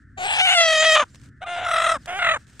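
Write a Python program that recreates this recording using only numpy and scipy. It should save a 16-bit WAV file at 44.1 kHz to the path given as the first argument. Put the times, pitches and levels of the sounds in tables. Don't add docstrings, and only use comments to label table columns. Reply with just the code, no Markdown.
import sys
import numpy as np
from scipy import signal
from scipy.fft import rfft, irfft
from scipy.io import wavfile
from scipy.ndimage import uniform_filter1d, map_coordinates

SR = 44100
rng = np.random.default_rng(int(sys.argv[2]) if len(sys.argv) > 2 else 0)


def linear_from_db(decibels):
    return 10 ** (np.asarray(decibels, float) / 20)


def wrap_up_sound(samples):
    columns = np.atleast_2d(samples).T
    tamed = np.clip(columns, -1, 1)
    steps = np.round(tamed * 32767).astype(np.int16)
    wavfile.write(sys.argv[1], SR, steps)


N = 114660

# time in seconds, level in dB, pitch in Hz.
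ONSET_1 = [(.17, -50, 715), (.178, -32, 722), (.24, -25.5, 745), (.275, -24, 825)]
RASP_1 = [(.275, -24, 825), (.305, -20.5, 830), (.38, -21, 825), (.41, -16.5, 755), (.555, -16, 712)]
SCREAM_1 = [(.555, -17, 701), (.605, -13.5, 680), (.65, -16.5, 652), (.79, -16, 625.6), (0.879, -14, 642.7),
            (.957, -14, 624.3)]
CREAK_1 = [(.957, -14.5, 615), (1.012, -16.5, 592), (1.026, -20, 540), (1.039, -26, 480), (1.046, -56, 440)]
RASP_2 = [(1.408, -48, 619), (1.421, -31.5, 709), (1.445, -35, 780.6), (1.47, -29.5, 715.6),
          (1.55, -28, 694.4), (1.63, -29, 712), (1.65, -27, 715.5)]
SCREAM_2 = [(1.65, -24.5, 690), (1.75, -20, 660.2), (1.92, -19, 670), (1.955, -24.5, 619.2),
            (1.972, -29, 539.2), (1.982, -55, 500.4)]
RASP_3 = [(2.068, -44.5, 654.4), (2.08, -30, 676.5), (2.19, -28, 801.3)]
SCREAM_3 = [(2.19, -25.5, 725), (2.25, -19.5, 689.3), (2.32, -18, 648.3), (2.35, -21, 610),
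            (2.374, -26, 470), (2.384, -57, 400)]
PARTS = [ONSET_1, RASP_1, SCREAM_1, CREAK_1, RASP_2, SCREAM_2, RASP_3, SCREAM_3]
# frequency in Hz, gain in dB.
THROAT_1 = [
    [(330, -18), (740, 0), (1050, -12), (1560, -8), (2050, -5), (2700, -8), (4200, -18), (5200, -34)],
    [(330, -32), (760, 0), (1050, -10), (1560, -4), (2050, -1), (2850, 6), (4200, -11), (5200, -36)],
    [(330, -33), (650, 0), (950, -11), (1290, -7), (1940, 1), (2570, -5), (3300, 0), (5200, -29)],
    [(330, -33), (600, -4), (900, -6), (1200, 2), (1900, -6), (2450, -4), (3500, -5), (5200, -36)],
]
THROAT_2 = [
    [(330, -21.5), (708, -0.5), (1100, -12), (1400, -5), (2160, -10), (3120, -11), (3900, -16),
     (4800, -48.5)],
    [(330, -28), (660, -5.5), (950, -10), (1310, 0), (2000, -9), (2690, -14.5), (3900, -13.5),
     (4800, -44.5)],
]
THROAT_3 = [
    [(330, -19), (720, -1), (1000, -12), (1320, -6), (2180, -8), (3390, -13), (3900, -27), (4700, -50)],
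    [(330, -26), (668, -6), (950, -9.5), (1350, -0.5), (1950, -1), (2950, -9), (3990, -14), (4700, -54)],
]
# frequency in Hz, gain in dB.
TREBLE = [(3000, -30), (4600, -5), (5700, -6), (6600, 0), (8200, -3), (10000, -14), (13000, -32),
          (15800, -42)]
TREBLE_DB = [-23, -18, -15, -24, -30, -26, -26, -29]
AIR_DB = [7, 4, -5, -28, 0, 5, 4, -5]
# lowest partial in dB, throat in dB, treble in dB.
PAN_DB = [(2.5, 3, 4), (3, 2, 3), (2, -1, 1.5), (1, 0, 1.5), (0, 1, 5), (1, 1.5, 4), (-1.5, .5, -.5),
          (-1, 0, -1.5)]
TURNED_DB = [-3, -3, -5, -5, -5, -5, -4, -4]
# start in seconds, roughness from 0 to 1,
# weakening of every second pulse from 0 to 1, flutter in dB.
QUALITY = [(0, .4, .6, 0), (.275, .8, .2, 0), (.415, .1, 0, 0), (.452, .45, .15, 0), (.553, .05, 0, 0),
           (.572, .115, .05, 1.4), (.82, .27, .1, 1.5), (.853, .115, 0, 1.5), (.957, .6, .1, 3),
           (.972, .3, .05, 3), (1.2, .45, .3, 0), (1.5, .22, .5, 0), (1.56, .55, .3, 0),
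           (1.655, .33, .15, 4.6), (2.05, .5, .45, 0), (2.14, .2, .6, 0), (2.19, .36, .15, 4),
           (2.36, .6, .1, 0)]
SWELLS = [.59, 0.611, .636, .66, .685, .708, .73, .755, 0.781, .806, 0.829, .848, 0.871, .897, .925, .953,
          .974, 1.002, 1.025, 1.645, 1.668, 1.689, 1.716, 1.741, 1.768, 1.786, 1.804, 1.822, 1.847, 1.869,
          1.898, 1.922, 1.95, 2.197, 2.226, 2.249, 2.271, 2.294, 2.318, 2.345, 2.365]
# start in seconds, end in seconds, pitch in Hz, level in dB.
SQUEAK = (1.445, 1.4635, 1219.5, -36)
SECOND_VOICE = ([(.465, 1520), (.52, 1550), (.558, 1610)], -31)
# time in seconds, level in dB.
GULPS = [
    (1.03, -34.5),
    (1.968, -35),
    (2.37, -42.5),
]
# time in seconds, delay in milliseconds.
ARM_ECHO = [(.2, .275), (.33, .225), (.6, .195), (.75, .21), (.9, .18), (1.45, .228), (1.9, .225),
            (2.2, .25)]
# time in seconds, lateness of the right port in milliseconds.
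LAG = [(.2, .25), (.36, .19), (.5, .125), (.62, .08), (.69, .028), (.81, -.032), (.93, -.025), (1., .012),
       (1.42, -.033), (1.7, -.02), (1.88, .01), (2.1, -.07), (2.36, -.1)]
# frequency in Hz, side under mid in dB.
PORTS = [(900, -24), (2200, -13), (5000, -5), (16000, -5)]
# start in seconds, length in seconds, level in dB.
SCUFFS = [
    (1.043, .1, -64),
    (1.142, .15, -60),
    (1.978, 0.085, -57.5),
    (2.377, .08, -62),
    (2.47, .13, -58),
]
# time in seconds, peak in dB.
CRUNCH = [(1.1466, -32), (1.1564, -34), (1.198, -43), (1.215, -39), (1.24, -44), (1.26, -45), (1.288, -46),
          (2.0582, -24), (2.468, -42), (2.498, -44), (2.532, -45), (2.5954, -20.5)]
# frequency in Hz, gain in dB.
GRIT = [(400, -6), (900, -15), (1500, -7.5), (3600, -13), (8400, -12), (12000, -33), (14300, -29),
        (15800, -42)]
# time in seconds, pitch in Hz.
CHIRPS = [
    [(1.082, 5560), (1.093, 4000), (1.106, 7300), (1.143, 7300)],
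    [(1.14, 5600), (1.165, 6000), (1.18, 5100), (1.192, 4960)],
    [(2.0, 5250), (2.025, 4750), (2.052, 3380)],
]
CHIRP_DB = [-65, -65, -65]
# frequency in Hz, gain in dB.
RUMBLE = [(20, -24), (65, 0.5), (130, -3), (170, -10), (280, -12), (600, -45)]
DRONE = [(900, -49.5), (1320, -2), (1800, 0.5), (2700, -44)]

JITTER, SHIMMER_DB, HISS = .1, 3.5, 1.2
FLUTTER_SAG = .009
FIRST_HZ, FIRST_FLUTTER = 945, .45
BEAK_HZ, BEAK_SHUTS = 1500, .7
CLOSE_S, CLOSE_DB = .09, -11
BRIGHTENS = .5
TREBLE_HISS, TREBLE_FLUTTER = .65, .6
PATCHY_DB = 4
AIR_HZ, AIR_CLOSE_S, AIR_CLOSE_DB = 9800, .1, -2
GULP_HZ = 259.9
ARM_GAIN, ARM_HZ, ARM_APART_MS = .45, 4600, .004
PORTS_S = 0.0071
YARD_DB, YARD_T60 = -30.5, .15
GRAINS_PER_S, GRAIN_DB, CRUNCH_T60 = 1200, 2.5, 0.024
FAR_HISS_DB, RUMBLE_DB, DRONE_DB = -80, -51.5, -63
TOP = 1.05


def unit(x):
    return x / np.sqrt(np.mean(x ** 2) + 1e-20)


def clock():
    return np.arange(N) / SR


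def along(points, hz):
    f, db = np.transpose(points)
    curve = np.interp(np.log(hz + 1), np.log(f + 1), db)
    return curve - 80 * np.log(np.maximum(hz / f[-1], 1))


def wobble(rate):
    knots = rng.standard_normal(int(N * rate / SR) + 4)
    return map_coordinates(knots, [clock() * rate])


def colour(x, gain):
    m = 8192
    cepstrum = irfft(np.log(gain(np.fft.rfftfreq(m, 1 / SR)) + 1e-5), m)
    cepstrum[1:m // 2] *= 2
    cepstrum[m // 2 + 1:] = 0
    ring = irfft(np.exp(rfft(cepstrum)), m)[None, :m // 2]
    return signal.oaconvolve(np.atleast_2d(x), ring, axes=1)[:, :N].squeeze()


def lows(x, hz):
    return signal.sosfiltfilt(signal.butter(3, hz, fs=SR, output="sos"), x)


def gate(start, end, fade_s):
    inside_s = np.minimum(clock() - start, end - clock())
    return np.clip(inside_s / fade_s + .5, 0, 1)


def glide(s, hz):
    return np.sin(2 * np.pi * np.cumsum(np.interp(clock(), s, hz)) / SR)


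def wide(x, alike):
    turn = np.arccos(np.clip(alike, 0, 1)) / 2
    mid, side = np.cos(turn) * x[0], np.sin(turn) * x[1]
    return unit(np.array([mid + side, mid - side]))


def hen():
    s, db, hz = np.concatenate(PARTS).T
    level_db = np.interp(clock(), s, db)
    source, flutter_db = syrinx(np.interp(clock(), s, hz))
    breathy = source + TREBLE_HISS * rng.standard_normal(N)
    treble = patchy(colour(breathy, lambda hz: linear_from_db(along(TREBLE, hz))))
    under = lows(treble, AIR_HZ)
    out = np.zeros((2, N))
    shapes = zip(PARTS, THROAT_1 + THROAT_2 + THROAT_3, TREBLE_DB, AIR_DB, PAN_DB, TURNED_DB)
    for rows, shape, treble_db, air_db, pan_db, turned_db in shapes:
        on = gate(rows[0][0], rows[-1][0], .006)
        effort_db = level_db - max(row[1] for row in rows)
        beak_db = BEAK_SHUTS * effort_db + closing(rows, CLOSE_S, CLOSE_DB)
        air_db = air_db + closing(rows, AIR_CLOSE_S, AIR_CLOSE_DB)
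        throat = colour(source, lambda hz: linear_from_db(along(shape, hz)))
        first, shut = lows(throat, FIRST_HZ), lows(throat, BEAK_HZ)
        upper = shut - first + (throat - shut) * linear_from_db(beak_db)
        voice = first * linear_from_db(FIRST_FLUTTER * flutter_db) + upper * linear_from_db(flutter_db)
        bright = linear_from_db(treble_db + BRIGHTENS * effort_db + TREBLE_FLUTTER * flutter_db)
        voice = voice + bright * (under + linear_from_db(air_db) * (treble - under))
        strength = np.sqrt(np.sum(on * voice ** 2) / on.sum())
        out += ports(on * linear_from_db(level_db) * voice / strength, pan_db, turned_db)
    out = squeak(arm(out))
    return swing(out + second_voice() + gulps())


def syrinx(pitch_hz):
    s, *columns = np.transpose(QUALITY)
    row = np.searchsorted(s, clock(), "right") - 1
    rough, twin, depth_db = [uniform_filter1d(c[row], size=200) for c in columns]
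    swell = np.interp(clock(), SWELLS, np.arange(len(SWELLS)))
    flutter_db = depth_db * np.cos(2 * np.pi * swell)
    uneven = 1 - FLUTTER_SAG * flutter_db + JITTER * rough * wobble(260)
    phase = np.cumsum(pitch_hz * uneven) / SR
    k = np.arange(1, int(phase[-1]))
    at = np.interp(k, phase, np.arange(N))
    i = at.astype(int)
    chance = rng.standard_normal((N, 2))
    size = (1 + twin[i] * (-1.) ** k) * linear_from_db(SHIMMER_DB * rough[i] * chance[k, 0])
    tap = i[:, None] + np.arange(-8, 9)
    away = tap - at[:, None]
    shape = np.sinc(away) * np.cos(np.pi * away / 18) ** 2
    pulses = np.bincount(np.clip(tap, 0, N - 1).ravel(), (size[:, None] * shape).ravel(), N)
    hiss = chance[:, 1] * (1 + np.cos(2 * np.pi * phase)) ** 2
    return unit(pulses) + HISS * rough * unit(hiss), flutter_db


def patchy(x):
    z = signal.stft(x, nperseg=512)[2]
    field = uniform_filter1d(rng.standard_normal(z.shape), size=9, axis=0)
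    field = uniform_filter1d(field, size=12, axis=1)
    return signal.istft(z * linear_from_db(PATCHY_DB * unit(field)), nperseg=512)[1][:N]


def closing(rows, close_s, close_db):
    softer = rows[-1][1] < rows[0][1]
    return close_db * softer * np.clip(1 - (rows[-1][0] - clock()) / close_s, 0, 1)


def ports(x, pan_db, turned_db):
    t = np.arange(SR // 50) / SR
    scatter = rng.standard_normal(len(t)) * linear_from_db(-60 * t / PORTS_S)
    scattered = signal.fftconvolve(x, scatter / np.linalg.norm(scatter))[:N]
    side = colour(scattered, lambda hz: linear_from_db(turned_db + along(PORTS, hz)))
    first, throat = lows(x, FIRST_HZ), lows(x, ARM_HZ)
    bands = (first, throat - first, x - throat)
    return sum(v * linear_from_db(np.array([[db / 2], [-db / 2]])) for v, db in zip(bands, pan_db)) + [side, -side]


def arm(x):
    s, delay_ms = np.transpose(ARM_ECHO)
    delay_ms = np.interp(clock(), s, delay_ms)
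    late = [clock() - (delay_ms + apart) / 1000 for apart in (-ARM_APART_MS, ARM_APART_MS)]
    echo = [map_coordinates(v - lows(v, ARM_HZ), [t * SR]) for v, t in zip(x, late)]
    return x + ARM_GAIN * np.array(echo)


def squeak(x):
    start, end, hz, db = SQUEAK
    tone = sum(linear_from_db(db - 12.5 * k) * np.sin(2 * np.pi * (k + 1) * hz * clock()) for k in range(3))
    on = gate(start, end, .005)
    return x * (1 - 0.87 * on) + tone * on


def second_voice():
    points, db = SECOND_VOICE
    s, hz = np.transpose(points)
    level = linear_from_db(db + 3 * wobble(60)) * gate(s[0], s[-1], .015)
    return level * glide(clock(), np.interp(clock(), s, hz) + 25 * wobble(90))


def gulps():
    tone = np.sin(2 * np.pi * GULP_HZ * clock())
    return sum(linear_from_db(db) * np.exp(-((clock() - s) / .005) ** 2) * tone for s, db in GULPS)


def swing(x):
    s, lag_ms = np.transpose(LAG)
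    lag = np.interp(clock(), s, lag_ms) / 1000 / 2
    moved = [map_coordinates(v, [(clock() + way * lag) * SR], order=5) for v, way in zip(x, (1, -1))]
    return np.array(moved)


def yard(x):
    t = np.arange(SR // 4) / SR
    tail = rng.standard_normal((2, len(t))) * linear_from_db(-60 * t / YARD_T60)
    return linear_from_db(YARD_DB) * signal.fftconvolve(x, tail / np.linalg.norm(tail[0]), axes=1)[:, :N]


def feet():
    clicks = rng.random((2, N)) < GRAINS_PER_S / SR
    grains = clicks * linear_from_db(GRAIN_DB * rng.exponential(size=(2, N)))
    grains = grains + .4 * rng.standard_normal((2, N))
    gain = lambda hz: linear_from_db(along(GRIT, hz))
    drag = sum(linear_from_db(db) * gate(s, s + length, .02) for s, length, db in SCUFFS)
    drag = (drag + linear_from_db(FAR_HISS_DB)) * linear_from_db(3.3 * wobble(40.02))
    crack = sum(linear_from_db(db - 10.5 - 60 * np.abs(clock() - s) / CRUNCH_T60) * (clock() > s) for s, db in CRUNCH)
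    stones = wide(colour(rng.standard_normal((2, N)), gain), 0.65)
    return drag * wide(colour(grains, gain), 0.65) + crack * stones


def bird():
    out = np.zeros(N)
    for rows, db in zip(CHIRPS, CHIRP_DB):
        s, hz = np.transpose(rows)
        out += linear_from_db(db) * gate(s[0], s[-1], 0.0052) * glide(s, hz)
    return out


def village():
    def engine(points, alike):
        return wide(colour(rng.standard_normal((2, N)), lambda hz: linear_from_db(along(points, hz))), alike)
    rumble = linear_from_db(RUMBLE_DB + 3 * wobble(7.03)) * engine(RUMBLE, 0.95)
    return rumble + linear_from_db(DRONE_DB + 1.2 * wobble(6)) * engine(DRONE, 1.0)


def scene():
    voice = hen()
    return voice + yard(voice) + feet() + bird() + village()


def top_cut(x):
    return signal.sosfilt(signal.butter(12, 16100, fs=SR, output="sos"), x)


def record(dry):
    mix = dry / (1 + np.abs(dry / TOP) ** 4) ** .25
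    return top_cut(mix)


dry = scene()
out = record(dry)
wrap_up_sound(out)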